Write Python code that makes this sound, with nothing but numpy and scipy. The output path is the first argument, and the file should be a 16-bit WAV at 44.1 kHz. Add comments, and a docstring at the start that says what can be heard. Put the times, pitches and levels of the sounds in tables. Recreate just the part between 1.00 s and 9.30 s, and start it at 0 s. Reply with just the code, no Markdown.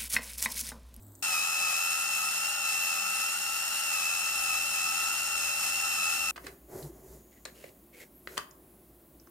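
"""Peppercorns tick into a jar in a quiet kitchen. At 0.2 s a battery spice grinder starts milling dried herbs
over a plate: a small motor drives a reduction gear whose whine sags whenever the burr bites, while the herbs
crunch and stalks squeal. At 5.3 s the scene changes: close by, hands lift a plastic jar from its tray, turn it
over and twist off the lid, with rubs, knocks and creaks. From 7.1 s a faint high whistle slides downwards."""
import sys
import numpy as np
from scipy import signal
from scipy.fft import rfft, irfft
from scipy.io import wavfile

SR = 44100
rng = np.random.default_rng(int(sys.argv[2]) if len(sys.argv) > 2 else 0)


def digitize_waveform(pressure):
    """Quantize a signal to 16-bit integers and store it at the path in sys.argv[1].

    Rows of a 2-D input are taken as channels; values are limited to [-1, 1].
    """
    field = np.atleast_2d(pressure).T
    bounded = np.clip(field, -1, 1)
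    quanta = np.round(bounded * 32767).astype(np.int16)
    wavfile.write(sys.argv[1], SR, quanta)


N = 366030
T, HZ = np.arange(N) / SR, np.fft.rfftfreq(N, 1 / SR)
MOTOR_START_S, MOTOR_STOP_S = 0.2242, 5.3095


def amp(db):
    """Decibels to gain."""
    return 10 ** (np.asarray(db) / 20)


def unit(x):
    """Scales to rms 1."""
    return x / np.sqrt(np.mean(abs(x) ** 2) + 1e-20)


def spectrum(points, hz=HZ):
    """Frequency table, interpolated on a log axis."""
    freq_hz, value = np.transpose(points)
    return np.interp(np.log(hz + 1), np.log(freq_hz + 1), value)


def curve(points):
    """Time table, interpolated at every sample."""
    return np.interp(T, *np.transpose(points))


def gate(start_s, stop_s, edge_s):
    """1 between two times, with linear ramps."""
    return np.clip((T - start_s) / edge_s, 0, 1) * np.clip((stop_s - T) / edge_s + 1, 0, 1)


def arch(start_s, length_s):
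    """Smooth swell and fade, peak 1."""
    return np.maximum(np.sin(np.pi * np.clip((T - start_s) / length_s, 0, 1)), 0) ** 1.37


def pan(left_db):
    """Constant-power gains for a left-over-right level."""
    half_db = np.atleast_1d(left_db) / 2
    gains = amp([half_db, -half_db])
    return gains / np.sqrt(np.mean(gains ** 2, 0))


def add(mix, start_s, sound):
    """Mixes a sound in at a time."""
    part = mix[:, round(start_s * SR):][:, :sound.shape[1]]
    part += sound[:, :part.shape[1]]


def flutter(width_hz, size=8192):
    """Complex random modulation, bell spectrum, rms 1."""
    hz = np.fft.fftfreq(size, N / SR / size)
    white = rng.standard_normal(size) + 1j * rng.standard_normal(size)
    slow = np.fft.ifft(white * np.exp(-2 * np.log(2) * (hz / width_hz) ** 2))
    return unit(np.interp(T, np.linspace(0, N / SR, size), slow))


def resonate(x, hz, width_hz):
    """One-pole resonance, rms 1."""
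    pole = np.exp((2j * hz - width_hz) * np.pi / SR)
    return unit(signal.lfilter([1], [1, -pole], x).real)


# freq_hz, left_right_coherence
NEAR_COHERENCE = [(60, 1), (150, 0.99), (380, 0.97), (950, 0.58), (2380, 0.66), (5980, 0.9), (15000, 1)]
def noise(colour_db, coherence=NEAR_COHERENCE, lead_rad=0, grain_db=0):
    """Coloured stereo noise, rms 1; grain_db makes it gritty."""
    white = rng.standard_normal((2, N))
    grains = amp(grain_db * np.minimum(rng.exponential(1, N), 6))
    left, independent = rfft(white * grains)
    common = spectrum(coherence)
    right = (common * left + np.sqrt(1 - common ** 2) * independent) * np.exp(-1j * lead_rad)
    return unit(irfft(np.array([left, right]) * amp(colour_db), N))


# time_s, level_db
HUM_LEVEL = [(0.2, -69), (.5, -79), (2.9, -76), (3.4, -66.5), (5.2, -68), (5.45, -60), (6.1, -57),
             (6.5, -68), (8.3, -66.5)]
def room_hum():
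    """Wavering 59 Hz hum."""
    tone = unit(1 + flutter(12)) * np.exp(2j * np.pi * 59 * T)
    return amp(curve(HUM_LEVEL)) * np.sqrt(2) * tone.real


# freq_hz, density_db
AIR_BEFORE = [(30, -24), (60, -14), (85, -7), (102, 8), (125, -18), (280, -4), (450, -16), (750, -17),
              (1400, -26), (2700, -41), (4000, -30.5), (5700, -43), (8000, -19.5), (9500, -41),
              (12000, -23), (15500, -23)]
AIR_DURING = [(25, -21.5), (45, -25), (75, 4), (120, 1.5), (260, 2), (400, 1), (700, -27), (2000, -32)]
AIR_AFTER = [(18, -36), (30, -17), (140, -3.5), (307, -2), (359, 1.5), (443, -12), (606, -9), (970, -18.5),
             (1080, -15), (1230, -21.5), (2420, -26.5), (5890, -30.5), (11600, -19.5), (15500, -17.5)]
# time_s, level_db
AIR_DURING_LEVEL = [(0.2, -66), (1, -67.5), (2.9, -69), (3.2, -64), (5.3, -61)]
def room_air():
    """Low room noise and hiss before, during and after the grinding."""
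    before = amp(-55.5) * noise(spectrum(AIR_BEFORE)) * gate(-1, MOTOR_START_S, 0.0038)
    during = amp(curve(AIR_DURING_LEVEL)) * noise(spectrum(AIR_DURING))
    during *= gate(MOTOR_START_S, MOTOR_STOP_S, 0.0083)
    after = amp(-57.5) * noise(spectrum(AIR_AFTER)) * gate(MOTOR_STOP_S, T[-1], 0.0035)
    return before + during + after


# freq_hz, t60_s
KITCHEN_DECAY = [(200, 0.21), (1000, 0.42), (4000, 0.23), (8000, .22), (15000, 0.31)]
def kitchen_reverb(x):
    """Dense reflections from hard surfaces, longest near 1 kHz."""
    hz, t, bands = signal.stft(rng.standard_normal((2, SR // 2)), SR, nperseg=256)
    decay = amp(-60 * t / spectrum(KITCHEN_DECAY, hz)[:, None]) * (t > 0.004)
    tail = signal.istft(bands * decay, SR, nperseg=256)[1]
    return signal.fftconvolve(x, tail / np.linalg.norm(tail[0]), axes=1)[:, :N]


# time_s, pitch_hz
WHISTLE_PITCH = [(7.14, 11350), (7.17, 11950), (7.24, 11100), (7.34, 11500), (7.62, 10850), (7.73, 10800),
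                 (7.86, 9850)]
# start_s, length_s, level_db
WHISTLE_ARCHES = [(7.13, .09, -61), (7.18, 0.18, -65), (7.5, .42, -71)]
def whistle():
    """Faint, broken treble tone that slides downwards."""
    carrier = np.exp(2j * np.pi * np.cumsum(curve(WHISTLE_PITCH)) / SR)
    tone = np.sqrt(2) * unit((0.15 + flutter(320)) * carrier).real
    return tone * sum(amp(db) * arch(start_s, length_s) for start_s, length_s, db in WHISTLE_ARCHES)


# freq_hz, density_db
TICK_COLOUR = [(3000, -35), (6000, -10), (7800, -1), (9500, -2), (15000, -8)]
def peppercorns(rate_hz=50, level_db=-54, spread_db=1.5, decay_s=0.0027):
    """Hard grains trickle into a jar before the motor starts: short treble ticks."""
    gaps, sizes = rng.random((32, 2)).T
    times_s = np.cumsum(2 * gaps) / rate_hz
    gains = amp(level_db + spread_db * (2 * sizes - 1))
    strikes = sum(gain * (T > start_s) * np.exp(-abs(T - start_s) / decay_s)
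                  for start_s, gain in zip(times_s, gains) if start_s < MOTOR_START_S)
    return strikes * noise(spectrum(TICK_COLOUR))


def finger_glide(centre_hz=6800, width_hz=660):
    """Skin hisses on the smooth jar as it is turned over."""
    band_db = -20 * np.log10(1 + (2 * (HZ - centre_hz) / width_hz) ** 2)
    return amp(-71) * arch(start_s=5.33, length_s=1.7) * noise(band_db)


# freq_hz, density_db
RUB_COLOUR = [(60, -15), (100, -5), (150, -1), (210, -7), (300, -6.5), (385, 6.5), (470, -7.5), (600, -5),
              (900, -12.5), (1300, -21.5), (2000, -23), (3000, -42), (8000, -50)]
CLOTH_COLOUR = [(1500, -30), (3000, -14), (5500, -5), (7200, -1.5), (9000, -5), (11500, 1), (14000, -3.5),
                (16000, -9)]
# start_s, length_s, rub_relative_db, cloth_relative_db
STROKES = [(5.339, 0.26, -49.5, -62.5), (5.67, 0.16, -39, -57.5), (5.746, 0.17, -42.5, -55),
           (5.85, 0.25, -50.5, -69), (6.013, 0.23, -49, -61.5), (6.47, 0.31, -60, -66),
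           (6.93, .16, -59, -61.5), (7.237, 0.23, -50.5, -58), (7.48, 0.45, -59.5, -91)]
def hand_strokes():
    """Skin rubs low and sleeves hiss with each stroke."""
    rub = amp(-4.5) * noise(spectrum(RUB_COLOUR))
    cloth = amp(2.5) * noise(spectrum(CLOTH_COLOUR), grain_db=3)
    return sum(arch(start_s, length_s) * (amp(rub_db) * rub + amp(cloth_db) * cloth)
               for start_s, length_s, rub_db, cloth_db in STROKES)


# start_s, length_s, pitch_hz, level_db
HAND_BUMPS = [(5.435, 0.034, 296, -50.5), (5.82, 0.071, 147, -41.5), (5.89, 0.024, 350, -44)]
def hand_bumps():
    """The hand bumps the jar: soft, low tone pulses."""
    out = np.zeros((2, N))
    for start_s, length_s, pitch_hz, level_db in HAND_BUMPS:
        t = T[:round(length_s * SR)]
        pulse = np.sin(np.pi * t / length_s) * np.sin(2 * np.pi * pitch_hz * t)
        add(out, start_s, amp(level_db) * np.sqrt(2) * pulse[None])
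    return out


# freq_hz, density_db
SCRAPE_COLOUR = [(200, -18), (480, 4), (1000, -21), (1700, -9.5), (2900, -11.5), (3600, -14.5), (4250, -13),
                 (5200, -16), (8000, -16), (15000, -22)]
# start_s, length_s, level_db, creak_hz, creak_gain
PLASTIC_SLIDES = [(5.428, 0.058, -52.5, 2000, .3), (6.312, .015, -62, 2050, 0.52),
                  (6.352, .025, -68.5, 1980, 1.3), (6.461, .022, -51, 1750, .4),
                  (6.54, 0.15, -58, 2770, .2), (6.625, 0.015, -60, 2220, 0.74),
                  (6.924, 0.033, -59, 2180, 1), (6.964, .015, -54, 2400, .4),
                  (6.991, 0.04, -54, 2080, 0.76), (7.268, 0.12, -57, 1450, 0.36)]
def plastic_slides(attack_s=0.016, release_s=0.015):
    """Plastic slips on plastic, as in the screw thread: a scrape with a resonant creak."""
    out, t = np.zeros((2, N)), T[:SR // 3]
    friction = noise(spectrum(SCRAPE_COLOUR), grain_db=4)
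    for start_s, length_s, level_db, creak_hz, creak_gain in PLASTIC_SLIDES:
        scrape = friction[:, round(start_s * SR):][:, :len(t)]
        creak = resonate(scrape, creak_hz, width_hz=170)
        pressure = np.minimum(t / attack_s, 1) * np.exp(-np.maximum(t - length_s, 0) / release_s)
        add(out, start_s, amp(level_db) * pressure * (0.9 * scrape + creak_gain * creak))
    return out


def plastic_response(modes, hz):
    """Resonances of a plastic part over a flat direct share, peak 1."""
    response = 0.24 + sum(amp(db) / (1 + 1j * (hz ** 2 - mode_hz ** 2) / (width_hz * hz + 1e-9))
                          for mode_hz, width_hz, db in modes)
    return response / abs(response).max()


# mode_hz, width_hz, relative_db
JAR_MODES = [(515, 124, 8.5), (1790, 110, 5), (1980, 93, 8.5), (4070, 260, 10), (5290, 150, -16),
             (6700, 310, 1), (8350, 420, -1), (10950, 400, -9)]
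LID_MODES = [(402, 180, -10), (600, 91, 1), (1054, 105, -1), (1226, 210, 0), (1580, 300, 2.5),
             (2070, 160, -4), (2540, 260, -1.5), (2960, 450, -1.5), (4600, 520, -1), (5100, 200, -13),
             (6400, 540, -5.5), (8300, 570, -3)]
# start_s, relative_db, decay_s, centre_hz, spread_octaves, lid_share
KNOCKS = [(0.152, -39.5, 0.0018, 8040, .35, 0.1), (5.3598, -33, 0.0031, 900, 1, .5),
          (5.3635, -35.5, 0.0049, 1830, 1.4, 0.5), (5.3773, -31, 0.0057, 900, 0.98, 0.74),
          (5.4649, -35.5, 0.011, 1220, 0.89, 0.6), (5.4677, -27.5, 0.0023, 1800, 2.1, 0.36),
          (5.826, -40, .005, 5000, 1.1, 0.1), (6.4524, -26.5, 0.0027, 4470, 0.86, 0.15),
          (6.4533, -35.5, .004, 600, 0.81, .6), (6.4586, -29, 0.0021, 1300, 1.2, 0.2),
          (6.6405, -34.5, 0.0052, 514, 0.57, 0.1), (6.6405, -37, 0.0032, 2100, 0.28, 0.1),
          (7.2734, -22, 0.0015, 1280, 0.93, 0.4), (7.3709, -30, 0.01, 900, 1.8, .8),
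          (7.3775, -15, 0.0028, 1700, 1.95, 1), (7.388, -27, 0.0065, 1120, 0.25, 1),
          (7.51, -42.5, 0.0027, 6270, 0.2, .5), (8.198, -49, .004, 5700, 0.12, 0.7),
          (8.272, -46, 0.003, 1270, 0.3, 0.8), (8.272, -54, .003, 6000, .15, .7)]
def plastic_knocks(attack_s=0.00027):
    """Each contact is a burst of chatter that rings the jar and the lid."""
    out, t = np.zeros((2, N)), T[:SR // 4]
    hz = np.fft.rfftfreq(len(t), 1 / SR)
    jar, lid = plastic_response(JAR_MODES, hz), plastic_response(LID_MODES, hz)
    for start_s, relative_db, decay_s, centre_hz, spread_octaves, lid_share in KNOCKS:
        chatter = rng.standard_normal(len(t)) + rng.standard_normal((2, len(t)))
        band = 1 / np.sqrt(1 + (np.log2((hz + 1) / centre_hz) / spread_octaves) ** 4)
        envelope = np.exp(-t / decay_s) * (1 - np.exp(-t / attack_s))
        burst = irfft(rfft(chatter) * band, len(t)) * envelope
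        ring = irfft(rfft(burst) * (lid_share * lid + (1 - lid_share) * jar), len(t))
        length_gain = np.sqrt(decay_s / t[-1] / 2)  # longer contacts carry more energy
        add(out, start_s, amp(relative_db - 5.5) * length_gain * unit(ring))
    return out


def stalks(count=45, length_s=0.09, low_hz=6000, high_hz=12500):
    """Dry stalks catch in the burr and squeal briefly."""
    out, t = np.zeros((2, N)), T[:round(length_s * SR)]
    swell = amp(-45) * np.sin(np.pi * t / length_s)
    for when, pitch, size, side in rng.random((count, 4)):
        start_s = MOTOR_START_S + when * (MOTOR_STOP_S - MOTOR_START_S - length_s)
        pitch_hz = low_hz + pitch * (high_hz - low_hz)
        squeal = resonate(rng.standard_normal((2, len(t))), pitch_hz, width_hz=280)
        add(out, start_s, (0.5 + size) * pan(12 * side - 6) * swell * squeal)
    return out


ROTOR_RATIO, IDLER_RATIO = 2.25, 0.85  # turns per gear turn
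FEED_WANDER_HZ = 5.7
def wander(rms_db):
    """Gain that drifts at random with the feed of herbs."""
    return amp(rms_db * np.sqrt(2) * flutter(FEED_WANDER_HZ).real)


# rotor_order, relative_db
MOTOR_TONES = [(1, -67), (3, -62), (4, -57), (5, -74), (6, -65.5), (9, -59), (10, -61.5), (12, -88),
               (18, -68)]
def motor(gear_rad):
    """Rotor harmonics that come and go with the brushes and the feed."""
    out = np.zeros(N)
    for order, relative_db in MOTOR_TONES:
        gain = amp(relative_db - 0.7) * wander(rms_db=2.5)
        out += gain * np.sqrt(2) * np.cos(order * ROTOR_RATIO * gear_rad + 2 * np.pi * rng.random())
    return out


# freq_hz, left_lead_rad
GRINDER_LEAD = [(200, 1), (800, 0.3), (1300, 1.13), (2700, 1), (3150, 2), (3600, 2), (4100, -3),
                (5050, -.5), (5650, 0.5), (6700, -2.5), (8200, -1.5), (15000, -2)]
def place_tone(tone, hz, left_db):
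    """Complex tone to stereo, offset in level and phase."""
    right = tone * np.exp(-1j * spectrum(GRINDER_LEAD, hz))
    return pan(left_db) * np.sqrt(2) * np.array([tone.real, right.real])


# gear_order, width_hz, relative_db, left_db
RATTLE_BANDS = [(9.09, 52, -59, -9), (13.68, 46, -54, 0), (15.44, 187, -46, 6), (30.12, 170, -41.5, -3.5),
                (61.3, 270, -45.5, -2.5)]
def backlash(gear_rad, gear_hz):
    """Loose teeth rattle in narrow bands, heard direct and scattered off the plate."""
    out = np.zeros((2, N))
    for order, width_hz, relative_db, left_db in RATTLE_BANDS:
        carrier = np.exp(1j * order * gear_rad)
        direct = place_tone(flutter(width_hz) * carrier, order * gear_hz, left_db)
        scattered = np.array([(flutter(width_hz) * carrier).real for side in range(2)])
        out += amp(relative_db) * unit(direct + 0.78 * scattered)
    return out


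# freq_hz, density_db
CRUNCH_COLOUR = [(40, -30.5), (150, -20), (300, -14.5), (480, -17), (700, -7), (1050, -5.5), (1600, -3),
                 (2200, -6), (3000, 0.5), (3550, -4.5), (6000, -0.5), (9000, 0), (12000, -2),
                 (16000, -18.5)]
# centre_hz, width_hz, gain_db
HOUSING_PEAKS_AND_DIPS = [(838, 130, 8), (1910, 430, 3.5), (2350, 270, -2), (3070, 68, 5.5), (3340, 250, 0),
                          (4160, 640, 2), (4570, 200, 5.5), (4730, 260, -4.5), (5360, 200, 9),
                          (6800, 270, 7.5), (7130, 66, 6), (7840, 220, -3.5), (8170, 930, 5),
                          (9900, 480, -4), (10700, 450, 5), (11700, 700, 2), (12900, 640, 1.5),
                          (13800, 300, 3), (14800, 800, 12)]
# freq_hz, left_db
CRUNCH_PAN = [(300, 3), (900, 1.5), (1800, 3.5), (2200, -6.5), (3000, 5.5), (4000, -2), (4500, 6.5),
              (6000, 0), (6700, 2.5), (8500, -3.5), (10000, 13), (10800, 8), (12000, -0.5), (15000, 0)]
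# freq_hz, left_right_coherence
CRUNCH_COHERENCE = [(100, 1), (900, 0.82), (1500, 0.55), (2100, 0.57), (2700, .8), (3800, 0.13), (4900, .2),
                    (5300, 0.16), (5800, 0.092), (8500, 0.58), (15000, .25)]
def crunch(gear_rad):
    """Crushed herbs sound through the housing, throbbing with each wheel and the uneven feed."""
    colour_db = spectrum(CRUNCH_COLOUR)
    for centre_hz, width_hz, gain_db in HOUSING_PEAKS_AND_DIPS:
        colour_db += gain_db * np.exp(-4 * np.log(2) * ((HZ - centre_hz) / width_hz) ** 2)
    grit = noise(colour_db, CRUNCH_COHERENCE, spectrum(GRINDER_LEAD), grain_db=2)
    grit = unit(irfft(rfft(grit) * pan(spectrum(CRUNCH_PAN)), N))
    wheels = 0.088 * np.cos(IDLER_RATIO * gear_rad) + 0.033 * np.cos(gear_rad)
    wheels += 0.054 * np.cos(ROTOR_RATIO * gear_rad)
    feed = 0.1 * flutter(110).real + 0.062 * flutter(25).real
    return (1 + wheels + feed) * grit


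def tooth_tones(rows, gear_rad, gear_hz):
    """Teeth mesh at whole gear orders; uneven contact makes higher tones waver faster."""
    out = np.zeros((2, N))
    for order, relative_db, left_db, roughness in rows:
        order = round(order)
        contact = np.sqrt(1 - roughness ** 2) + roughness * flutter(width_hz=order)
        tone = contact * np.exp(1j * order * gear_rad)
        out += amp(relative_db) * place_tone(tone, order * gear_hz, left_db)
    return out


# gear_order, relative_db, left_db, roughness
WHINE_TONES = [(30, -9, 18, 0.58), (31, 0, 4.5, 0.12), (46, -13.5, -1.5, 0.7), (61, -13, 1, 0.68),
               (62, -32, -2, 0.6), (75.5, -12, -11, 0.42), (75.05, -12, -5.5, 0), (92.5, -15, -5, 1)]
LOW_GEAR_TONES = [(15, -1.5, -0.5, 0.51), (16, -6.5, -0.5, 1)]
def gears(gear_rad, gear_hz, load, whine_gain, low_gain):
    """Gear tones pulse once a gear turn under load, and as the pinion pushes each rotor turn."""
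    whine = whine_gain * tooth_tones(WHINE_TONES, gear_rad, gear_hz)
    low = low_gain * tooth_tones(LOW_GEAR_TONES, gear_rad, gear_hz)
    wobble = 1 + 0.17 * load * abs(flutter(FEED_WANDER_HZ)) * np.cos(gear_rad)
    pinion = 1 + 0.051 * np.cos(ROTOR_RATIO * gear_rad)
    return (whine + low) * wobble * pinion


# time_s, pitch_hz
WHINE_PITCH = [(0.23, 2732), (0.37, 2552), (0.49, 2671), (0.73, 2603), (0.81, 2670), (1.09, 2707),
               (1.23, 2658), (1.54, 2768), (1.69, 2658), (1.81, 2724), (1.93, 2668), (2.17, 2716),
               (2.24, 2691), (2.37, 2759), (2.58, 2743), (2.74, 2777), (2.85, 2772), (3.0, 2625),
               (3.35, 2720), (3.54, 2643), (3.68, 2727), (3.77, 2659), (4.28, 2756), (4.45, 2677),
               (4.59, 2718), (4.66, 2675), (4.75, 2739), (5.1, 2647), (5.21, 2726), (5.3, 2687)]
def grinder(whine_order=31, free_hz=2780, laden_hz=2650, first_bite_db=2.5, clearing_s=0.16):
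    """One shaft speed drives all parts; when the burr bites, pitch sags and level rises."""
    whine_hz = curve(WHINE_PITCH)
    gear_hz = whine_hz / whine_order
    jitter = 1 + 0.002013 * flutter(40.3).real
    gear_rad = 2 * np.pi * np.cumsum(gear_hz * jitter) / SR
    load = np.clip((free_hz - whine_hz) / (free_hz - laden_hz), 0, 1.3)
    running_s = T - MOTOR_START_S
    emptying_db = -0.7 * running_s  # low tones ease as the jar empties
    full_burr_db = first_bite_db * np.exp(-abs(running_s) / clearing_s)
    whine_gain = amp(-39 + 4.75 * load) * wander(rms_db=0.71)
    low_gain = amp(-43 + 4.5 * load + emptying_db) * wander(rms_db=1.7)
    crunch_gain = amp(-33.6 + 0.73 * load + full_burr_db) * wander(rms_db=0.57)
    out = gears(gear_rad, gear_hz.mean(), load, whine_gain, low_gain)
    out += unit(np.sqrt(whine_gain)) * backlash(gear_rad, gear_hz.mean())
    out += motor(gear_rad) + crunch_gain * crunch(gear_rad)
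    return out * gate(MOTOR_START_S, MOTOR_STOP_S, edge_s=0.0017)


def scene():
    """Peppercorns, grinder, then the jar, over the room."""
    knocks = plastic_knocks()
    out = peppercorns() + grinder()
    out += knocks + amp(-8.5) * kitchen_reverb(knocks)
    out += hand_strokes() + plastic_slides() + hand_bumps() + whistle()
    return out + room_hum() + room_air() + stalks() + finger_glide()


def record(dry):
    """Steep low-pass at 15.85 kHz."""
    lowpass = signal.firwin(511, 15850, window=("kaiser", 9), fs=SR)
    return signal.oaconvolve(dry, lowpass[None], "same")


dry = scene()
out = record(dry)
digitize_waveform(out)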